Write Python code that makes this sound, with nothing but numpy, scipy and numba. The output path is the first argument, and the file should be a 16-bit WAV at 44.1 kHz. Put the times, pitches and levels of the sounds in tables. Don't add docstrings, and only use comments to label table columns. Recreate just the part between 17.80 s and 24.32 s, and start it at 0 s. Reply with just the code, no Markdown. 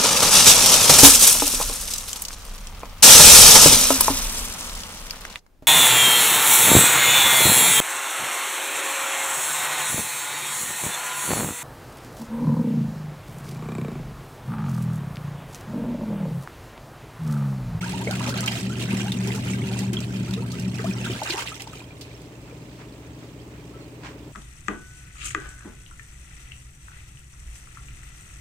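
import sys
import numpy as np
from scipy import signal
from scipy.fft import rfft, irfft
from scipy.io import wavfile
from scipy.ndimage import uniform_filter1d
from numba import njit

SR = 44100
rng = np.random.default_rng(int(sys.argv[2]) if len(sys.argv) > 2 else 0)


def wav_record(signal):
    frames = np.transpose(np.atleast_2d(signal))
    bounded = np.clip(frames, -1, 1)
    quanta = np.round(bounded * 32767).astype(np.int16)
    wavfile.write(sys.argv[1], SR, quanta)


N = 287532
TIME = np.arange(N) / SR


def from_db(db):
    return 10 ** (np.asarray(db) / 20)


def rms_one(x):
    middle = np.atleast_2d(x).mean(axis=0)
    return x / np.sqrt(np.mean(middle ** 2) + 1e-20)


def in_time(rows):
    seconds, *columns = np.transpose(rows)
    return [np.interp(TIME, seconds, column) for column in columns]


def at_hz(points, hz):
    table_hz, value = np.transpose(points)
    return np.interp(np.log(np.maximum(hz, 1)), np.log(table_hz), value)


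def drift(corner_hz):
    step = 40
    r = np.exp(-2 * np.pi * corner_hz * step / SR)
    drawn = rng.standard_normal(N // step + 2002)
    slow = signal.lfilter([1], [1, -2 * r, r * r], drawn)[2000:]
    return np.interp(np.arange(N) / step, np.arange(len(slow)), rms_one(slow))


def tone(hz):
    return np.sqrt(2) * np.sin(2 * np.pi * hz * TIME)


def throb(per_s, depth):
    rate = per_s * (1 + .25 * drift(4))
    return 1 + depth * np.sin(2 * np.pi * np.cumsum(rate) / SR)


def swells(rows):
    return sum(from_db(level_db) * np.exp(-np.pi * (1.136 * (TIME - top) / length) ** 2)
               for top, length, level_db in rows)


def spatter(per_s, t60, spread_db):
    size_db = spread_db * np.minimum(rng.exponential(1, N), 3)
    slaps = (rng.random(N) < per_s / SR) * from_db(size_db)
    power = signal.lfilter([1], [1, -10 ** (-6 / (t60 * SR))], slaps ** 2 + 1e-18)
    return rms_one(np.sqrt(np.abs(uniform_filter1d(power, size=150))))


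# frequency in Hz, likeness (1 the same, 0 unrelated).
LEFT_RIGHT_LIKENESS = [(100, .96), (200, .97), (350, .9), (650, .62), (1300, .15), (2500, 0), (15000, 0)]


def noise(spectrum):
    hz = np.maximum(np.arange(N // 2 + 1) * SR / N, 1)
    mid, side = rfft(rng.standard_normal((2, N)))
    alike = np.clip(at_hz(LEFT_RIGHT_LIKENESS, hz), -1, 1)
    both = np.sqrt(1 + alike) * mid + np.sqrt(1 - alike) * side * [[1], [-1]]
    lowest, highest = spectrum[0][0], spectrum[-1][0]
    skirts = np.minimum(1, np.minimum(hz / lowest, highest / hz)) ** 4
    return rms_one(irfft(both * skirts * from_db(at_hz(spectrum, hz)), N))


@njit
def bubbles(start, height, hz, t60, rise, place):
    out = np.zeros((2, N))
    for k in range(len(start)):
        for ear in range(2):
            toward = place[k] * (1 - 2 * ear)
            first = int((start[k] - toward * .00015) * SR)
            phase, level, pitch = 0., height[k] * (1 + .3 * toward), hz[k]
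            fade, climb = 10 ** (-3 / (t60[k] * SR)), 2 ** (rise[k] / (t60[k] * SR))
            for i in range(max(first, 0), min(first + int(t60[k] * SR), N)):
                phase += 2 * np.pi * pitch / SR
                onset = min((i - first) / (.001 * SR), 1.)
                out[ear, i] += level * onset * np.sin(phase)
                level, pitch = level * fade, pitch * climb
    return out


def swarm(spectrum, count, cycles, rise, spread_db):
    when, pitch, size, life, climb, place = rng.random((count, 6)).T
    lowest, highest = spectrum[0][0], spectrum[-1][0]
    hz = lowest * (highest / lowest) ** pitch
    size_db = spread_db * np.minimum(-np.log(size), 4)
    height = hz * from_db(at_hz(spectrum, hz) + size_db)
    t60 = cycles * (.5 + life) / hz
    return rms_one(bubbles(when * N / SR, height, hz, t60, 2 * rise * climb, 2 * place - 1))


def cloud(top, length, level_db, middle_hz, count, octaves, cycles):
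    when, pitch, size, place = rng.standard_normal((count, 4)).T
    start = top + length * (when / 4 - .1)
    hz = np.clip(middle_hz * 2 ** (pitch * octaves), 200, 15000)
    rise = np.full(count, .3)
    burst = bubbles(start, from_db(2.5 * size), hz, cycles / hz, rise, np.tanh(place + .4))
    return from_db(level_db) * np.sqrt(length * SR / N / 2) * rms_one(burst)


# time in seconds, change in dB.
CLOTHES_LOAD = [(0, -5), (.55, 2.5), (.75, 0), (1.45, 2.5), (2.1, 1.5), (2.75, -2), (3.3, 0.5)]
# frequency in Hz, level in dB.
BELT_TONES = [(53.5, -58), (73.5, -51.5), (108, -47.5)]
# time in seconds, pitch in Hz.
GEAR_PITCH_CURVE = [(0.0, 177.7), (0.22, 187.3), (0.44, 187.2), (0.49, 195.1), (0.8, 185.1), (0.86, 191.3),
                    (1.25, 195.2), (1.34, 188.7), (1.55, 193.8), (1.74, 190.6), (1.87, 193.6),
                    (2.61, 189.3), (2.65, 181.1), (2.81, 181.4), (2.86, 186.5), (3.3, 195.0)]
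# top of the swell in seconds, length in seconds, level in dB.
CLOTHES_DRAGS = [(.04, 0.3, -31.5), (.22, 0.075, -38), (.38, 0.27, -33.5), (.59, 0.083, -35),
                 (.86, 0.12, -30.5), (1.16, 0.16, -27.5), (1.3, 0.064, -30), (1.41, 0.056, -24),
                 (1.53, 0.14, -33.5), (1.74, .15, -30), (1.89, 0.16, -32), (2.07, 0.17, -27.5),
                 (2.33, 0.078, -30), (2.41, 0.064, -29), (2.54, 0.054, -26), (2.88, 0.11, -27),
                 (3.09, 0.053, -24.5), (3.26, 0.08, -34.5)]
# frequency in Hz, relative level in dB.
TUB_RUMBLE = [(45, -21), (62, -38), (82, -9), (100, -7), (150, -1.5), (170, -7), (205, -2), (250, -3),
              (295, -11), (340, -12.5), (390, -8.5), (480, -28.5), (640, -26.5)]
MOTOR_OFF_S, RUN_DOWN_DB_PER_S = 3.32, 196
HUM_HZ, HUM_DB, RUMBLE_DB = 120, -33.5, -33.5
GEAR_DB, GEAR_FLUTTER_DB = -37.5, 1
GEAR_OCTAVE_DB = -21.5


def wash_motor():
    load_db, = in_time(CLOTHES_LOAD)
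    running = from_db(-RUN_DOWN_DB_PER_S * np.maximum(TIME - MOTOR_OFF_S, 0))
    hum = from_db(HUM_DB + load_db + .82 * drift(36)) * tone(HUM_HZ)
    hum = hum * throb(per_s=10, depth=.12)
    belt = sum(from_db(level_db) * tone(hz) for hz, level_db in BELT_TONES)
    gear_hz, = in_time(GEAR_PITCH_CURVE)
    turn = 2 * np.pi * np.cumsum(gear_hz) / SR + .15 * drift(14)
    mesh = np.sqrt(2) * (np.sin(turn) + from_db(GEAR_OCTAVE_DB) * np.sin(2 * turn))
    gear_level = np.hypot(from_db(GEAR_DB + GEAR_FLUTTER_DB * drift(17)), swells(CLOTHES_DRAGS))
    gear = gear_level * mesh * throb(per_s=14, depth=.3)
    rumble = from_db(RUMBLE_DB + .66 * load_db + 1.75 * drift(24)) * noise(TUB_RUMBLE)
    return running * (hum + belt + gear + rumble)


# time in seconds, turns per second.
BASKET_SPEED = [(4.2, 15.6), (4.5, 16.1), (4.75, 17.3), (4.9, 16.7), (5.1, 15.2), (5.27, 16.6),
                (5.5, 16.75), (5.8, 17.45), (6.1, 17.8), (6.35, 17.35)]
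# frequency in Hz, level in dB.
SPIN_MOTOR_HUM = [(60, -59), (120, -47), (480, -68), (600, -65)]
# top as a share of the turn, length in turns, frequency in Hz, level in dB before the growth below.
DRONE_SURGES = [(.2, 0.18, 296, -42), (0.44, 0.15, 365, -47.5), (0.46, 0.2, 418, -47.5),
                (0.6, 0.12, 268, -46.5), (0.65, 0.15, 640, -61), (0.21, .3, 555, -57.5)]
# time in seconds, change in dB.
DRONE_GROWTH = [(4.1, -2.5), (5.2, -1), (6.3, 1.5)]
TURN_STARTS_S = 5.176


def spin_basket():
    turns_per_s, = in_time(BASKET_SPEED)
    turns = np.cumsum(turns_per_s) / SR
    turns -= np.interp(TURN_STARTS_S, TIME, turns)
    growth_db, = in_time(DRONE_GROWTH)
    out = sum(from_db(level_db) * tone(hz) for hz, level_db in SPIN_MOTOR_HUM)
    for share, length, hz, level_db in DRONE_SURGES:
        from_top = (turns - share + .5) % 1 - .5
        surge = from_db(level_db + growth_db) * np.exp(-np.pi * (from_top / length) ** 2 / 2)
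        drone = np.sqrt(2) * np.sin(2 * np.pi * hz * TIME + .7 * drift(12))
        out = out + surge * drone
    return out


# frequency in Hz, relative level in dB.
CABINET_COLOUR = [(45, -13), (58, -2.5), (85, -5.5), (125, -11.5), (150, -2), (200, -10.5), (300, -11),
                  (430, -16), (600, -16.5), (700, -21), (950, -21), (1500, -28), (2400, -29), (4500, -37),
                  (8500, -36), (10000, -46.5), (15500, -41.5)]


def cabinet_rush():
    return from_db(-44.5) * noise(CABINET_COLOUR)


# time in seconds, gurgle in dB, spray in dB (both before the trims below).
CHURNING = [(0, -43.5, -40.5), (.2, -43, -42), (.6, -37.5, -40), (.88, -49, -43.5), (1.1, -38.5, -40),
            (1.38, -46, -43.5), (1.9, -45, -43.5), (2.1, -48, -53.5), (2.4, -50.5, -45.5),
            (2.62, -50, -48.5), (2.85, -50.5, -46), (3.15, -44.5, -44.5), (3.6, -40, -37),
            (3.8, -53, -46.5), (4.08, -57, -58), (4.5, -100, -61)]
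# top of the swell in seconds, length in seconds, level in dB before the trims.
WAVE_SLOSHES = [(.36, 0.083, -58), (.5, 0.23, -43), (.71, 0.2, -40), (1.02, 0.05, -47), (1.21, 0.12, -42.5),
                (1.52, 0.13, -42), (1.7, 0.12, -44.5), (1.98, 0.19, -42.5), (2.21, 0.11, -45.5),
                (3.02, 0.15, -52.5), (3.29, 0.13, -42), (3.55, 0.2, -38.5), (3.99, 0.062, -51.5)]
# middle of the burst in seconds (roughly), length in seconds, level in dB, middle pitch in Hz.
CREST_BURSTS = [(.357, .025, -47, 2220), (0.415, 0.026, -37.5, 1120), (0.484, 0.045, -36, 1080),
                (.578, 0.032, -48, 1500), (.583, 0.029, -39, 4040), (0.682, 0.011, -29, 2740),
                (1.117, 0.033, -43, 2460), (1.683, .04, -44, 2220), (2.24, 0.028, -44.5, 2900),
                (2.998, 0.019, -37, 1506), (3.13, 0.034, -49, 2420), (3.249, 0.023, -41, 1920),
                (3.472, 0.035, -35, 1470), (3.506, .014, -28, 3980), (3.532, 0.017, -36, 3070),
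                (3.581, 0.026, -33, 1154), (3.596, 0.014, -33.5, 1160), (3.599, .018, -38, 3020),
                (3.626, 0.025, -38, 1200), (3.653, 0.013, -39, 990), (3.677, 0.022, -36, 3180)]
# frequency in Hz, relative level in dB.
GURGLE_COLOUR = [(420, -4), (600, -4), (880, -4.5), (1130, -9), (1400, -0.5), (1800, -16), (2600, -17)]
SPRAY_COLOUR = [(1700, -3.5), (2500, -0.5), (3400, -4.5), (4400, -6.5), (5500, -7.5), (8300, -7.5),
                (10000, -14.5), (12500, -18), (15500, -20)]
TICK_COLOUR = [(2500, 2), (5000, 0), (9000, -4), (12500, -13)]
GURGLE_TRIM_DB, SPRAY_TRIM_DB, SLOSH_SPRAY_DB = -3.5, -3, 2
GURGLE_RUSH, SPRAY_RUSH = .42, .68
BLOOP_SHARE = .25
TICKS_DB = -10


def churn():
    gurgle_db, spray_db = in_time(CHURNING)
    slosh = swells(WAVE_SLOSHES)
    slaps = spatter(per_s=260, t60=.05, spread_db=3.6)
    pockets = swarm(GURGLE_COLOUR, count=1700, cycles=30, rise=.6, spread_db=1.5)
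    bloops = swarm(GURGLE_COLOUR, count=230, cycles=85, rise=.8, spread_db=1)
    droplets = swarm(SPRAY_COLOUR, count=9000, cycles=42, rise=.2, spread_db=2.3)
    ticks = swarm(TICK_COLOUR, count=600, cycles=16, rise=.1, spread_db=3.3)
    gurgle = pockets + BLOOP_SHARE * bloops + GURGLE_RUSH * slaps * noise(GURGLE_COLOUR)
    spray = np.sqrt(slaps) * droplets + SPRAY_RUSH * slaps * noise(SPRAY_COLOUR)
    spray = spray + from_db(TICKS_DB) * ticks
    gurgle_level = from_db(GURGLE_TRIM_DB) * np.hypot(from_db(gurgle_db), slosh)
    spray_level = from_db(SPRAY_TRIM_DB) * np.hypot(from_db(spray_db), from_db(SLOSH_SPRAY_DB) * slosh)
    bursts = sum(cloud(*row, count=18, octaves=.32, cycles=24) for row in CREST_BURSTS)
    return bursts + gurgle_level * gurgle + spray_level * spray


# middle of the swell in seconds (roughly), length in seconds, level in dB, middle pitch in Hz.
FOAM_PATCHES = [(4.115, 0.073, -57.5, 3240), (4.322, 0.16, -55, 4000), (4.441, 0.11, -60, 5000),
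                (4.677, 0.14, -64, 3480), (4.922, 0.29, -59, 4960), (5.283, 0.14, -60, 2420),
                (5.439, .14, -61, 5300), (5.629, .1, -67, 3300), (5.774, 0.13, -57, 2480),
                (6.266, 0.063, -55, 5500), (6.452, 0.044, -62, 5000)]


def foam_fizz():
    patches = sum(cloud(*row, count=400, octaves=.6, cycles=24) for row in FOAM_PATCHES)
    steady = swarm(SPRAY_COLOUR, count=7000, cycles=60, rise=.18, spread_db=3.5)
    return patches + from_db(-73.5) * steady


# top in seconds, time from silence to top in seconds, level in dB before the flutter,
# pitch at the top in Hz, glide in octaves per second.
CLOTH_GLUGS = [(0.038, 0.033, -31, 1440, 15.5), (.145, 0.03, -30, 898, 11.5), (0.217, 0.039, -35.5, 890, 8),
               (0.291, .025, -30, 595, 9.5), (0.311, .022, -33, 738, 17), (0.322, 0.023, -31, 1470, 9.5),
               (0.493, .025, -32.5, 558, 0), (0.646, 0.044, -33, 1273, 3), (0.756, .02, -36, 690, 8),
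               (.905, 0.026, -39, 1365, 9.5), (0.934, .02, -38, 1580, 7), (1.21, .025, -38, 1550, 8),
               (1.274, 0.053, -35, 816, 7.5), (1.492, 0.033, -43, 1020, 5), (1.579, 0.036, -40, 860, 2.5),
               (2.03, 0.035, -41, 845, 3), (2.487, 0.04, -40.5, 1342, 10), (2.587, 0.028, -42, 1290, 6),
               (2.741, 0.03, -42, 1280, 7), (3.067, 0.044, -33.5, 1273, 22),
               (3.268, 0.02, -28.5, 1450, 10.5), (3.43, 0.014, -29, 623, -3.5), (3.51, 0.026, -28, 337, -6),
               (3.545, 0.016, -24.5, 390, 6)]


def glugs():
    out = np.zeros((2, N))
    flutter, wobble = from_db(3 * drift(90)), .035 * drift(90)
    leads = rng.uniform(0, .00012, len(CLOTH_GLUGS))
    for (top, length, level_db, hz, glide), lead in zip(CLOTH_GLUGS, leads):
        near = slice(max(int((top - length) * SR), 0), int((top + length) * SR))
        t = TIME[near] - top
        pitch = hz * 2 ** (glide * t + wobble[near])
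        cycles = np.cumsum(pitch) / SR + pitch * lead * [[1], [-1]]
        swell = np.cos(np.pi / 2 * t / length) ** 6
        out[:, near] += from_db(level_db) * flutter[near] * swell * np.sin(2 * np.pi * cycles)
    return out


# start in seconds, level in dB before a 9 dB cut, frequency in Hz near the top of its band,
# time in seconds to die by 60 dB.
WATER_SLAPS = [(0.015, -42, 2160, 0.02), (0.12, -22, 3300, 0.017), (0.214, -30, 12000, .014),
               (0.31, -15, 5000, 0.013), (.405, -28, 1200, 0.033), (1.109, -24, 2600, 0.024),
               (0.354, -19.5, 2290, 0.021), (0.474, -23, 2760, 0.061), (.491, -22.5, 5030, 0.083),
               (0.573, -21, 4200, 0.032), (.607, -9.5, 7500, 0.0065), (.66, -16, 6700, 0.018),
               (0.676, -13.5, 2930, 0.033), (0.994, -29, 3920, 0.26), (1.319, -20, 3730, 0.037),
               (1.473, -21, 6300, 0.019), (1.548, -31, 7200, 0.14), (1.99, -14.5, 7380, 0.0094),
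               (2.131, -26.5, 9050, 0.03), (2.133, -25, 3220, 0.063), (2.204, -21, 6420, 0.011),
               (2.509, -21, 5070, 0.009), (2.536, -19.5, 3960, 0.018), (2.717, -27, 5800, 0.045),
               (2.796, -27, 7300, 0.026), (3.043, -31, 6013, 0.015), (3.075, -34, 8220, 0.028),
               (3.433, -23.5, 6270, 0.04), (3.503, -24.5, 4450, 0.065), (3.534, -27, 3520, 0.031),
               (3.558, -23, 5740, 0.013), (3.622, -21, 5000, 0.014), (3.754, -32, 6500, 0.036),
               (3.804, -27, 3600, 0.045), (3.82, -20, 8200, 0.011), (3.874, -31, 4100, 0.021),
               (3.931, -38, 9000, .02), (3.953, -35, 5000, .03), (4.001, -50, 5000, 0.018),
               (4.21, -30, 4630, 0.083), (4.417, -41.5, 8000, .02)]


def splashes():
    out, t = np.zeros((2, N)), TIME[:SR // 8]
    swell = 1 - np.exp(-t / .00064)
    for start, level_db, hz, t60 in WATER_SLAPS:
        edges = [hz / 1.62, min(hz * 1.13, SR / 2 - 1000)]
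        band = signal.butter(1, edges, "band", fs=SR, output="sos")
        burst = rms_one(signal.sosfilt(band, rng.standard_normal((2, len(t)))))
        crack = 10 ** (-3 * t / t60)
        tail = from_db(-20) * 10 ** (-3 * t / (4 * t60))
        at = max(round(start * SR), 0)
        out[:, at:at + len(t)] += from_db(level_db - 9) * burst * swell * (crack + tail)
    return out


# start in seconds, level in dB, pitch in Hz, time in seconds to die by 60 dB.
AIR_POCKETS = [(0.061, -31, 900, 0.083), (0.272, -15.5, 430, 0.034), (.273, -20, 2110, 0.046),
               (0.336, -23, 2500, .025), (.406, -23, 954, 0.034), (0.476, -30, 1010, 0.034),
               (0.504, -28, 1310, 0.044), (.575, -29, 2070, .025), (.589, -22, 4170, .018),
               (0.68, -10, 2840, .014), (1.109, -17, 2580, 0.015), (1.197, -26, 3200, 0.022),
               (1.32, -13.5, 3595, 0.012), (1.479, -22.5, 380, 0.03), (1.505, -24, 2090, 0.025),
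               (1.546, -29.5, 404, 0.087), (1.735, -21.5, 2220, 0.018), (1.744, -33, 1525, 0.039),
               (1.818, -28, 2154, 0.027), (1.873, -27, 2510, 0.029), (2.128, -21, 334.6, 0.043),
               (2.169, -15, 3240, 0.019), (2.539, -18, 3680, 0.0099), (2.575, -27, 437, 0.13),
               (2.623, -36, 902, 0.076), (2.997, -25, 423, 0.061), (3.043, -20.5, 640, 0.055),
               (3.111, -23.5, 2447, 0.019), (3.183, -29.5, 2864, 0.04), (3.298, -22.5, 342, 0.087),
               (3.3, -26, 2354, 0.029), (3.418, -16, 826, 0.026), (3.434, -39, 2490, 0.033),
               (3.461, -24, 2710, 0.03), (3.504, -14, 4350, 0.014), (3.537, -27, 1900, 0.027),
               (3.573, -25.5, 832, 0.036), (3.583, -22.5, 915, 0.039), (3.68, -31, 2790, .025),
               (3.718, -29.5, 1240, 0.064), (3.803, -42, 767, 0.15), (3.872, -29.5, 895, 0.027),
               (3.933, -32.5, 1250, 0.032), (3.955, -31.5, 2930, .022), (4.004, -34, 2450, 0.028),
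               (4.017, -36.5, 985, 0.031), (4.042, -37, 3200, .014), (4.107, -37.5, 2360, .025),
               (4.122, -42, 2780, .018), (4.168, -41, 3700, .016), (4.25, -35, 2520, .016),
               (4.313, -37, 2320, 0.027), (4.345, -49, 5540, .09), (4.711, -40.5, 2350, .025),
               (4.725, -32.5, 474, 0.041), (5.938, -47, 1316, 0.2), (6.005, -53.5, 4260, 0.16)]
PLOP_RISE_PER_S = 5.14
RISE_FOLLOWS = .77


def plops():
    start, level_db, hz, t60 = np.transpose(AIR_POCKETS)
    when, gurgle_db, _ = np.transpose(CHURNING)
    livelier_db = np.interp(start, when, gurgle_db) - gurgle_db.mean()
    rise_per_s = PLOP_RISE_PER_S * from_db(RISE_FOLLOWS * livelier_db)
    t60 = np.maximum(t60, .005)
    place = rng.uniform(-.3, 1, len(start))
    return bubbles(start, from_db(level_db), hz, t60, rise_per_s * t60, place)


# top of the swell in seconds, length in seconds, level in dB.
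SUDS_SWISHES = [(4.54, 0.06, -61), (4.7, .1, -55.5), (5.015, 0.062, -51), (5.43, 0.069, -57),
                (5.99, 0.088, -57), (6.258, 0.053, -46.5), (6.295, 0.11, -50.5)]
# frequency in Hz, relative level in dB.
SWISH_COLOUR = [(700, 5), (1200, 9.5), (2500, 3.5), (4000, -4), (8000, -11), (12000, -47)]


def suds_swish():
    return swells(SUDS_SWISHES) * spatter(per_s=570, t60=.034, spread_db=1.5) * noise(SWISH_COLOUR)


def tub(x, t60, wet_db):
    t = TIME[:SR // 4]
    echoes = rng.standard_normal((2, len(t))) * 10 ** (-3 * t / t60) * (t > .001)
    echoes = signal.sosfilt(signal.butter(2, 700, "high", fs=SR, output="sos"), echoes)
    echoes /= np.sqrt(np.sum(echoes ** 2, axis=1, keepdims=True))
    return x + from_db(wet_db) * signal.fftconvolve(x, echoes, axes=1)[:, :N]


def scene():
    water = tub(churn() + glugs() + splashes() + plops(), t60=.1, wet_db=-7)
    machine = wash_motor() + spin_basket() + cabinet_rush()
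    foam = foam_fizz() + suds_swish()
    return (water + machine + foam) * np.minimum(TIME / .01, 1)


# frequency in Hz, left above right in dB.
LEFT_OVER_RIGHT = [(150, 0.5), (270, 2), (450, -1.5), (620, 2), (820, 1), (1100, 0), (1470, 3), (1960, -4),
                   (2620, -7.5), (3510, -2.5), (6300, -3.5), (8400, -7.5), (11200, 5), (15000, 5.5)]
CUTOFF_HZ = 15900


def record(dry):
    lean_db = at_hz(LEFT_OVER_RIGHT, np.arange(N // 2 + 1) * SR / N)
    coloured = irfft(rfft(dry) * from_db(lean_db * [[.5], [-.5]]), N)
    return signal.sosfilt(signal.ellip(12, .2, 80, CUTOFF_HZ, fs=SR, output="sos"), coloured)


dry = scene()
out = record(dry)
wav_record(out)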